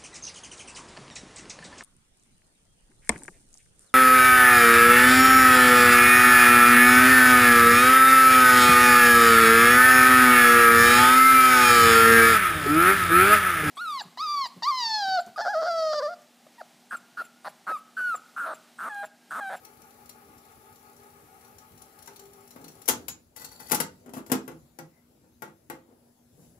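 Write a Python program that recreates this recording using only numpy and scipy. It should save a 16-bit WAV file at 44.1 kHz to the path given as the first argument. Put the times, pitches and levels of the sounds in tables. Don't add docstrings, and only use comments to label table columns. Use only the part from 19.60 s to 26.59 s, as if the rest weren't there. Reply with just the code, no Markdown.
import sys
import numpy as np
from scipy import signal
from scipy.fft import rfft, irfft, next_fast_len
from scipy.io import wavfile
from scipy.ndimage import uniform_filter1d

SR = 44100
rng = np.random.default_rng(int(sys.argv[2]) if len(sys.argv) > 2 else 0)


def store_wav(level_fs):
    pcm = np.round(np.clip(np.atleast_2d(level_fs), -1, 1) * 32767)
    wavfile.write(sys.argv[1], SR, pcm.T.astype(np.int16))


def gain_from_db(level_db):
    decades = np.asarray(level_db, float) / 20
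    return 10 ** decades


N = 308255

# start in seconds, stop in seconds, whir level in dB, air hiss level in dB.
TRANSPORT_RUNS = [
    (-.1, 3.285, -65, -63),
    (3.762, 4.115, -71.5, -63),
]
# frequency in Hz, level in dB.
SNAP_COLOUR = [(1500, -6.5), (3000, -4), (4400, -4), (6800, -1.5), (9000, -2.5), (12000, 1.5), (14000, 2.5),
               (16000, -1.5)]
# frequency in Hz, level in dB.
LOOSE_PARTS_COLOUR = [(60, -44), (140, 0.5), (250, 7.5), (600, -2), (1200, -6.5), (2500, -11),
                      (5000, -24.5)]
# frequency in Hz, level in dB.
HISS_COLOUR = [(600, 8.5), (1200, -0.5), (2100, 3), (3500, -2.5), (6500, -6), (11000, 1), (16000, 5.5)]
# frequency in Hz, level in dB, t60 in seconds.
PANEL_MODES = [(740, -17, 0.0329), (876, 1.5, 0.11), (1023, -6.5, 0.089), (1168, -10, 0.1),
               (1506, 1.5, 0.053), (1990, 5.5, 0.04), (2590, -1, 0.043)]
# frequency in Hz, level in dB, t60 in seconds.
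CASE_MODES = [(160.6, -9, .14), (216, -12.5, 0.1), (259, 8, 0.15), (327, 4.5, 0.12), (398.2, -4.5, 0.2),
              (543.4, -11.5, 0.13), (640, 1, 0.047)]
# frequency in Hz, level in dB, t60 in seconds.
CHASSIS_MODES = [(169, -8.5, 0.15), (198, -4.5, 0.1135), (257.5, -1, 0.11), (320.5, 1.5, 0.092),
                 (387.5, -6, 0.18), (505.4, -3.5, 0.12), (626, -12, .09)]


def evened(x):
    return x / np.sqrt(np.mean(x ** 2) + 1e-20)


def peaked(x, db):
    return gain_from_db(db) * x / abs(x).max()


def read(points, hz):
    f, value = np.transpose(points)
    return np.interp(np.log(hz + 1), np.log(f + 1), value)


def add(mix, s, sound):
    part = mix[max(round(s * SR), 0):][:len(sound)]
    part += sound[:len(part)]


def colour(x, points):
    half = read(points, np.fft.rfftfreq(4096, 1 / SR)) * np.log(10) / 20
    log_gain = np.concatenate([half, half[-2:0:-1]])
    taps = np.fft.ifft(np.exp(np.conj(signal.hilbert(log_gain)))).real[:2048]
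    return signal.oaconvolve(x, taps)[:len(x)]


def ring(x, modes):
    t = np.arange(min(SR // 5, len(x))) / SR
    body = np.zeros(len(t))
    for hz, db, t60_s in modes:
        body += gain_from_db(db - 60 * t / max(t60_s, .005)) * np.sin(2 * np.pi * hz * t)
    return signal.fftconvolve(x, body)[:len(x)]


def fuzzy(hz, width_hz, steady=0.27):
    r, t = np.exp(-np.pi * width_hz / SR), np.arange(N) / SR
    sway = signal.lfilter([1], [1, -2 * r, r * r], rng.standard_normal((2, N)))
    tone = sway[0] * np.cos(2 * np.pi * hz * t) + sway[1] * np.sin(2 * np.pi * hz * t)
    return evened(tone / np.hypot(*sway) ** np.clip(steady, 0, 1))


def swells(rows):
    edge_db = 18.5
    out = np.zeros(N)
    for s, rise_s, fall_s, db in rows:
        t = np.arange(-2 * rise_s, 2 * fall_s, 1 / SR)
        drop_db = edge_db * np.where(t < 0, -t / rise_s, t / fall_s)
        add(out, s - 2 * rise_s, gain_from_db(db - drop_db))
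    return out


def running(column):
    edge_s = 0.011
    t, gain = np.arange(N) / SR, np.zeros(N)
    for run in TRANSPORT_RUNS:
        inside_s = np.minimum(t - run[0], run[1] - t)
        gain += gain_from_db(run[column]) * np.clip(inside_s / edge_s, 0, 1)
    return gain


def motor():
    # frequency in Hz, width in Hz, level in dB.
    whine_bands = [(391.6, 25, 1.5), (447, 20, -2.5), (820, 29, -2.5), (862, 38, -3.5), (774, 47, -2.5),
                   (1114.6, 29, -9), (1208.7, 25, -8), (1256, 120, -3), (1438, 30, -11.5), (1670, 79, -10),
                   (2270, 730, -5)]
    # peak in seconds, rise in seconds, fall in seconds, added gain in dB.
    surges = [
        (1.4, 0.23, 0.16, 2),
        (2.67, .25, 0.38, 10),
        (3.12, .15, 0.37, 6.2),
    ]
    reel_hz, shaft_hz, brush_db, sag_db_per_s = 6.4, 52.6, -14, 1.05
    t = np.arange(N) / SR
    bands = [gain_from_db(db) * fuzzy(hz, width_hz, steady=0.33) for hz, width_hz, db in whine_bands]
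    whine = (bands[0] * (0.87 + swells(surges)) + sum(bands[1:])) / 2
    wobble_rad = 1.37 * evened(uniform_filter1d(rng.standard_normal(N), SR // 3))
    reel = 1 + 0.42 * np.cos(2 * np.pi * reel_hz * (t - 1.09) + wobble_rad)
    shaft = 1 + 0.2 * np.cos(2 * np.pi * shaft_hz * t)
    brush = evened(colour(rng.standard_normal(N), HISS_COLOUR)) * shaft
    whir = whine * reel + gain_from_db(brush_db) * brush
    return running(column=2) * gain_from_db(2.0 - sag_db_per_s * t) * whir


def gears():
    # frequency in Hz, level in dB, t60 in seconds.
    gear_modes = [(4480, -3, .015), (5920, -1.5, 0.022), (7430, 3, 0.0064), (10600, 4, 0.0034)]
    # first in seconds, gap in seconds, gap growth in seconds a tooth, level in dB.
    teeth = [
        (.0343, .034015, 2.75e-6, -52),
        (3.783, .0352, 0, -39),
    ]
    # time in seconds, peak in dB.
    catches = [(0.0496, -35), (0.2192, -42), (0.3072, -48), (0.4583, -44), (0.4939, -34.5), (0.7801, -46.5),
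               (1.1583, -45.5), (1.3993, -51), (1.8477, -46), (1.9845, -38), (2.1773, -43.5),
               (2.2196, -37.5), (2.3895, -41.5), (2.4246, -37.5), (2.46, -38.5), (2.4745, -35.5),
               (2.5614, -36.5), (2.595, -36.5), (2.6548, -42.5), (2.7335, -40.5), (2.908, -38.5),
               (3.0433, -34.5), (3.0815, -34), (3.2187, -36.5), (3.257, -36), (3.8461, -27.5),
               (3.9163, -38), (4.07, -39.5)]
    trims_db = [-2, -4]
    spreads_db = [3.5, 0]
    leads_db = [0.5, 15]
    chatter_s = .0028

    ticks = [(s, db, 0) for s, db in catches]
    for tooth_row, run, trim_db, spread_db, lead_db in zip(teeth, TRANSPORT_RUNS, trims_db, spreads_db, leads_db):
        first_s, gap_s, growth_s, db = tooth_row
        n = np.arange(int((run[1] - first_s) / gap_s) + 1)
        times_s = first_s + gap_s * n + growth_s * n ** 2
        levels_db = db + trim_db + spread_db * rng.standard_normal(len(n))
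        ticks += [(s, level_db, lead_db) for s, level_db in zip(times_s, levels_db)]

    out, t = np.zeros(N), np.arange(1500) / SR
    for s, db, lead_db in ticks:
        chatter = rng.standard_normal(len(t)) * t * np.exp(-t / chatter_s)
        tooth_modes = []
        for k, (hz, mode_db, t60_s) in enumerate(gear_modes):
            varied_db = mode_db + 2.6 * rng.standard_normal() + lead_db * (k == 0)
            tooth_modes.append((hz, varied_db, t60_s * (1 + lead_db / 12)))
        rung = gain_from_db(lead_db / 2) * 0.55 * evened(ring(chatter, tooth_modes))
        click = evened(np.diff(chatter, prepend=0))
        add(out, s - .002, peaked(click + rung, db))
    return out


def floor():
    # frequency in Hz, level in dB per Hz.
    rumble_colour = [(25, -12), (45, -2.5), (65, 7), (120, -1), (300, -10), (700, -19.5), (1200, -34),
                     (2500, -33.5)]
    # frequency in Hz, likeness 0-1.
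    likeness = [(40, 0.95), (130, 0.94), (300, 0.88), (650, 0.08), (1400, 0.073)]
    # peak in seconds, rise in seconds, fall in seconds, peak in dB.
    heaves = [
        (3.36, .1, 0.16, -45.5),
        (4.2, .15, 0.26, -51.5),
        (4.76, .1, 0.44, -56),
        (6.85, .1, 0.23, -64),
    ]
    rumble_db, hiss_db, hum_db = -62.5, -78, -6
    frames, hz = N // 256 + 5, np.fft.rfftfreq(1024, 1 / SR)
    a, b, c, d, patches = rng.standard_normal((frames, 513, 5)).T
    patches = evened(uniform_filter1d(uniform_filter1d(patches, 10, 0), 12, 1))
    same = np.clip(read(likeness, hz), -1, 1)[:, None]
    left = a + 1j * b
    right = same * left + np.sqrt(1 - same ** 2) * (c + 1j * d)
    z = np.array([left, right])

    def patchy(points, patchy_db):
        gain = gain_from_db(read(points, hz)[:, None] + patchy_db * patches)
        return evened(signal.istft(z * gain, nperseg=1024, noverlap=768)[1][:, :N])

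    low = patchy(rumble_colour, 2.8) + gain_from_db(hum_db) * fuzzy(239, 6, steady=0.39)
    high = patchy(HISS_COLOUR, 1.1)
    return low * (gain_from_db(rumble_db) + swells(heaves)) + high * (gain_from_db(hiss_db) + running(column=3))


def blows(rows, rattle_t60_s, rise_s, contact_db, panel, case):
    detune, case_low_hz = .03, 140
    out, t = np.zeros(N), np.arange(8192) / SR
    for s, db, panel_db, case_db in rows:
        spot = [(hz * (1 + detune * rng.standard_normal()), mode_db, t60_s) for hz, mode_db, t60_s in panel]
        noise = rng.standard_normal((4, len(t)))
        rising = np.minimum(t / max(rise_s, 1e-4), 1)
        shape = rising * (gain_from_db(-60 * t / max(rattle_t60_s, .005)) + .12 * gain_from_db(-60 * t / .08))
        push = np.exp(-((t - rise_s) / 0.000092) ** 2)
        snap = peaked(colour(noise[0] * shape, SNAP_COLOUR), db)
        knock = peaked(ring(12 * push + noise[1] * shape, spot), db + panel_db)
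        thud = ring(gain_from_db(contact_db) * push + noise[2] * shape, case)
        thud = signal.lfilter(*signal.butter(4, case_low_hz, 'high', fs=SR), thud)
        thud = peaked(thud, db + case_db)
        shaking = noise[3] * np.minimum(t / 0.0031, 1) * gain_from_db(-60 * t / 0.13)
        shaking = peaked(colour(shaking, LOOSE_PARTS_COLOUR), db + max(case_db, panel_db) - 3.0)
        add(out, s - .001, snap + knock + thud + shaking)
    return out


def transport_clacks():
    # time in seconds, snap in dB, panel in dB over snap, case in dB over snap.
    clacks = [(2.476, -44.5, 3.5, -22), (2.9599, -47.5, 1, 5.5), (3.279, -17, -27, -28),
              (3.2857, -7, -18.5, -21.5), (3.2937, -13.5, -8.5, -19), (3.4825, -19.5, -24, -25.5),
              (3.7624, -33, -28.5, -23), (4.013, -46.5, 1.5, -24), (4.0924, -38, -17, -25.5),
              (4.11, -23, -7, -11.5), (4.117, -8.5, -30.5, -17), (4.1286, -22.5, 1, -9.5),
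              (4.1462, -12, -21, -23.5), (4.2014, -12.5, -12, -16)]
    return blows(clacks, rattle_t60_s=0.04, rise_s=0.003087, contact_db=15, panel=PANEL_MODES, case=CHASSIS_MODES)


def grit():
    grain_db = 5.5 * evened(uniform_filter1d(rng.standard_normal(N), 200))
    return rng.standard_normal(N) * gain_from_db(grain_db)


def hand():
    # peak in seconds, rise in seconds, fall in seconds, peak in dB.
    bumps = [(2.994, 0.062, 0.053, -48.5), (3.04, 0.029, 0.11, -49.5), (3.41, .08, .12, -51.5),
             (4.897, 0.0087, 0.023, -41.5), (4.943, 0.02, .04, -63), (5.65, 0.054, 0.074, -63.5),
             (6.29, .02, 0.065, -57), (6.338, 0.07, 0.052, -56.5), (6.43, 0.057, 0.097, -69.5),
             (6.785, .02, .17, -65)]
    # peak in seconds, rise in seconds, fall in seconds, peak in dB.
    thumps = [
        (3.03, 0.11, 0.15, -53.5),
        (4.93, .05, .1, -54),
        (5.22, .03, .12, -54),
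        (6.8, 0.029, 0.11, -56),
    ]
    hand_top_hz, shelf_hz, shelf_width_hz = 650, 162, 30
    rough = grit()
    loose = evened(colour(rough, LOOSE_PARTS_COLOUR))
    body = evened(ring(rough, CHASSIS_MODES)) + 1.6 * loose
    soft = signal.lfilter(*signal.butter(2, hand_top_hz, fs=SR), body)
    return evened(soft) * swells(bumps) + fuzzy(shelf_hz, shelf_width_hz) * swells(thumps)


def spring():
    # time in seconds, peak in dB.
    plucks = [
        (3.284, -29.5),
        (3.485, -40),
    ]
    # frequency in Hz, level in dB, t60 in seconds.
    spring_modes = [(4140, 6.5, 0.062), (5660, 3, 0.14), (6800, -6, .12), (6800, 15, 0.12),
                    (6900, -1, 0.18), (7500, -24, .1)]
    out, t = np.zeros(N), np.arange(SR // 4) / SR
    for s, db in plucks:
        drive = rng.standard_normal(len(t)) * gain_from_db(-60 * t / 0.048)
        add(out, s, peaked(ring(drive, spring_modes), db))
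    return out


def scraping():
    # peak in seconds, rise in seconds, fall in seconds, peak in dB.
    scrapes = [(3.765, 0.0069, .04, -46.5), (3.825, 0.031, 0.028, -43.5), (3.852, 0.029, 0.03, -50),
               (3.92, 0.009, 0.045, -48.5), (4.001, .003, 0.036, -44), (4.104, 0.025, .01, -41.5),
               (4.03, .02, .07, -50), (4.55, 0.013, .05, -46), (4.585, .03, 0.023, -51.5),
               (4.67, .008, .04, -56.5)]
    # peak in seconds, rise in seconds, fall in seconds, peak in dB.
    shakes = [
        (3.79, .04, .15, -63),
        (4.024, 0.0298, 0.088, -63),
        (4.465, 0.011, 0.029, -60),
        (4.49, 0.024, 0.022, -52),
        (4.58, 0.089, 0.071, -41),
        (4.695, 0.035, .02, -60),
    ]
    rough = grit()
    loose = evened(colour(rough, LOOSE_PARTS_COLOUR))
    hiss = evened(evened(colour(rough, SNAP_COLOUR)) + 0.35 * evened(ring(rough, PANEL_MODES)))
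    body = evened(ring(rough, CASE_MODES)) + .8 * loose
    shake = evened(signal.lfilter(*signal.butter(1, 600, fs=SR), body))
    return hiss * swells(scrapes) + shake * swells(shakes)


def latch():
    # time in seconds, snap in dB, panel in dB over snap, case in dB over snap.
    lid_blows = [
        (4.4604, -47, -13, 1),
        (4.4931, -47.5, -24, -1.5),
        (4.536, -33.5, -11, -1),
        (4.567, -42, -2, 7),
        (4.5812, -43.5, -11, 5),
        (4.6633, -38.5, -27, -12.5),
        (4.6986, -39.5, 1, 6),
        (4.7176, -10.5, -19, -5),
    ]
    return blows(lid_blows, rattle_t60_s=0.042, rise_s=0.00166, contact_db=27, panel=PANEL_MODES, case=CASE_MODES)


def knob():
    # time in seconds, snap in dB, panel in dB over snap, case in dB over snap.
    steps = [
        (4.8787, -32, -6.5, -3.5),
        (5.188, -32.5, -4, -6),
        (5.8215, -31, 0.5, -15),
        (6.0998, -28.5, -2.5, -8.5),
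    ]
    # time in seconds, snap in dB, panel in dB over snap, case in dB over snap.
    rebounds = [
        (4.912, -54, 6.5, 8.9),
        (5.875, -60.5, 6.9, 13),
        (6.15, -61.5, 6.8, 16),
    ]
    # frequency in Hz, level in dB, t60 in seconds.
    knob_panel = [(861, 3, 0.1), (1093, -7.5, 0.15), (1415, 4, 0.053), (1603, -2.5, 0.057),
                  (1920, 4.5, 0.062), (2200, -4, .1), (2480, -32, 0.056)]
    # frequency in Hz, level in dB, t60 in seconds.
    knob_case = [(158.6, 2, 0.21), (257, -8, 0.15), (336.7, 8, 0.17), (432, -5, 0.1), (521, -4, 0.23),
                 (650, -23, 0.033)]
    clicks = blows(steps, rattle_t60_s=0.019, rise_s=0.001334, contact_db=40, panel=knob_panel, case=knob_case)
    return clicks + blows(rebounds, rattle_t60_s=.04, rise_s=.005, contact_db=22, panel=knob_panel, case=knob_case)


def rustling():
    # peak in seconds, rise in seconds, fall in seconds, peak in dB.
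    rustles = [
        (5.38, 0.14, 0.1, -74),
        (6.82, 0.18, 0.22, -66),
    ]
    # frequency in Hz, level in dB.
    rustle_colours = [
        [(1400, -27), (1800, -11.5), (2100, -2), (2500, -26)],
        [(2000, -24.5), (4000, -8), (7300, 2), (11000, 1), (16000, 0)],
    ]
    out = np.zeros(N)
    for row, points in zip(rustles, rustle_colours):
        out += evened(colour(rng.standard_normal(N), points)) * swells([row])
    return out


def room(x):
    # frequency in Hz, t60 in seconds.
    decay = [(150, 0.4), (400, 0.28), (1040, 0.26), (2760, .23), (7280, 0.19), (12000, 0.13)]
    # frequency in Hz, likeness 0-1.
    tail_likeness = [(150, 1), (400, 0.91), (700, 0.2), (1300, 0.064)]
    taps = np.zeros((2, SR // 2))
    at = np.arange(120, SR // 2 - 20, 20) + rng.integers(0, 20, (2, (SR // 2 - 121) // 20))
    np.put_along_axis(taps, at, rng.choice([-1., 1.], at.shape), 1)
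    hz, t, z = signal.stft(taps, SR, nperseg=256)
    same = np.clip(read(tail_likeness, hz), 0, 1)[:, None]
    z = np.array([z[0], same * z[0] + np.sqrt(1 - same ** 2) * z[1]])
    fade = gain_from_db(-60 * t / read(decay, hz)[:, None])
    tail = signal.istft(z * fade, SR, nperseg=256)[1]
    return signal.fftconvolve(x[None], tail / np.linalg.norm(tail[0]), axes=1)[:, :N]


def scene():
    # frequency in Hz, level in dB.
    shade = [(300, -3.5), (1000, -4), (3000, -7), (10000, -12.5)]
    right_lag_samples, lag_from_hz = 17, 1044
    room_db = -7
    deck = motor() + gears() + transport_clacks() + hand() + spring()
    deck = deck + scraping() + latch() + knob() + rustling()
    tails = room(deck)
    left = deck + gain_from_db(room_db) * tails[0]
    right = colour(deck, shade) + gain_from_db(room_db + 3.5) * tails[1]
    size = next_fast_len(N)
    hz = np.fft.rfftfreq(size, 1 / SR)
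    lag_s = right_lag_samples / SR / (1 + (lag_from_hz / (hz + 1)) ** 4)
    right = irfft(rfft(right, size) * np.exp(-2j * np.pi * hz * lag_s), size)[:N]
    return np.array([left, right]) + floor()


def roll_off(x):
    return signal.sosfilt(signal.butter(12, 16800, fs=SR, output="sos"), x)


def record(dry):
    # frequency in Hz, level in dB.
    left_port = [(30, -22), (70, -4.5), (400, 3), (1300, 9.5), (2400, 3.5), (3600, 3), (7500, 6),
                 (8900, -3), (9500, 3.5), (10600, 12.5), (13000, 2.5), (15600, 4.5), (16200, -61)]
    # frequency in Hz, level in dB.
    right_port = [(30, -15.5), (70, -6), (400, 2.5), (1300, 3), (2400, -0.5), (4400, 4), (7400, 4.5),
                  (8300, 6.5), (9000, -32.5), (10500, -10.5), (14500, -12.5), (15600, -14.5),
                  (16200, -45.5)]
    ports = np.array([colour(dry[0], left_port), colour(dry[1], right_port)])
    return roll_off(ports)


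dry = scene()
out = record(dry)
store_wav(out)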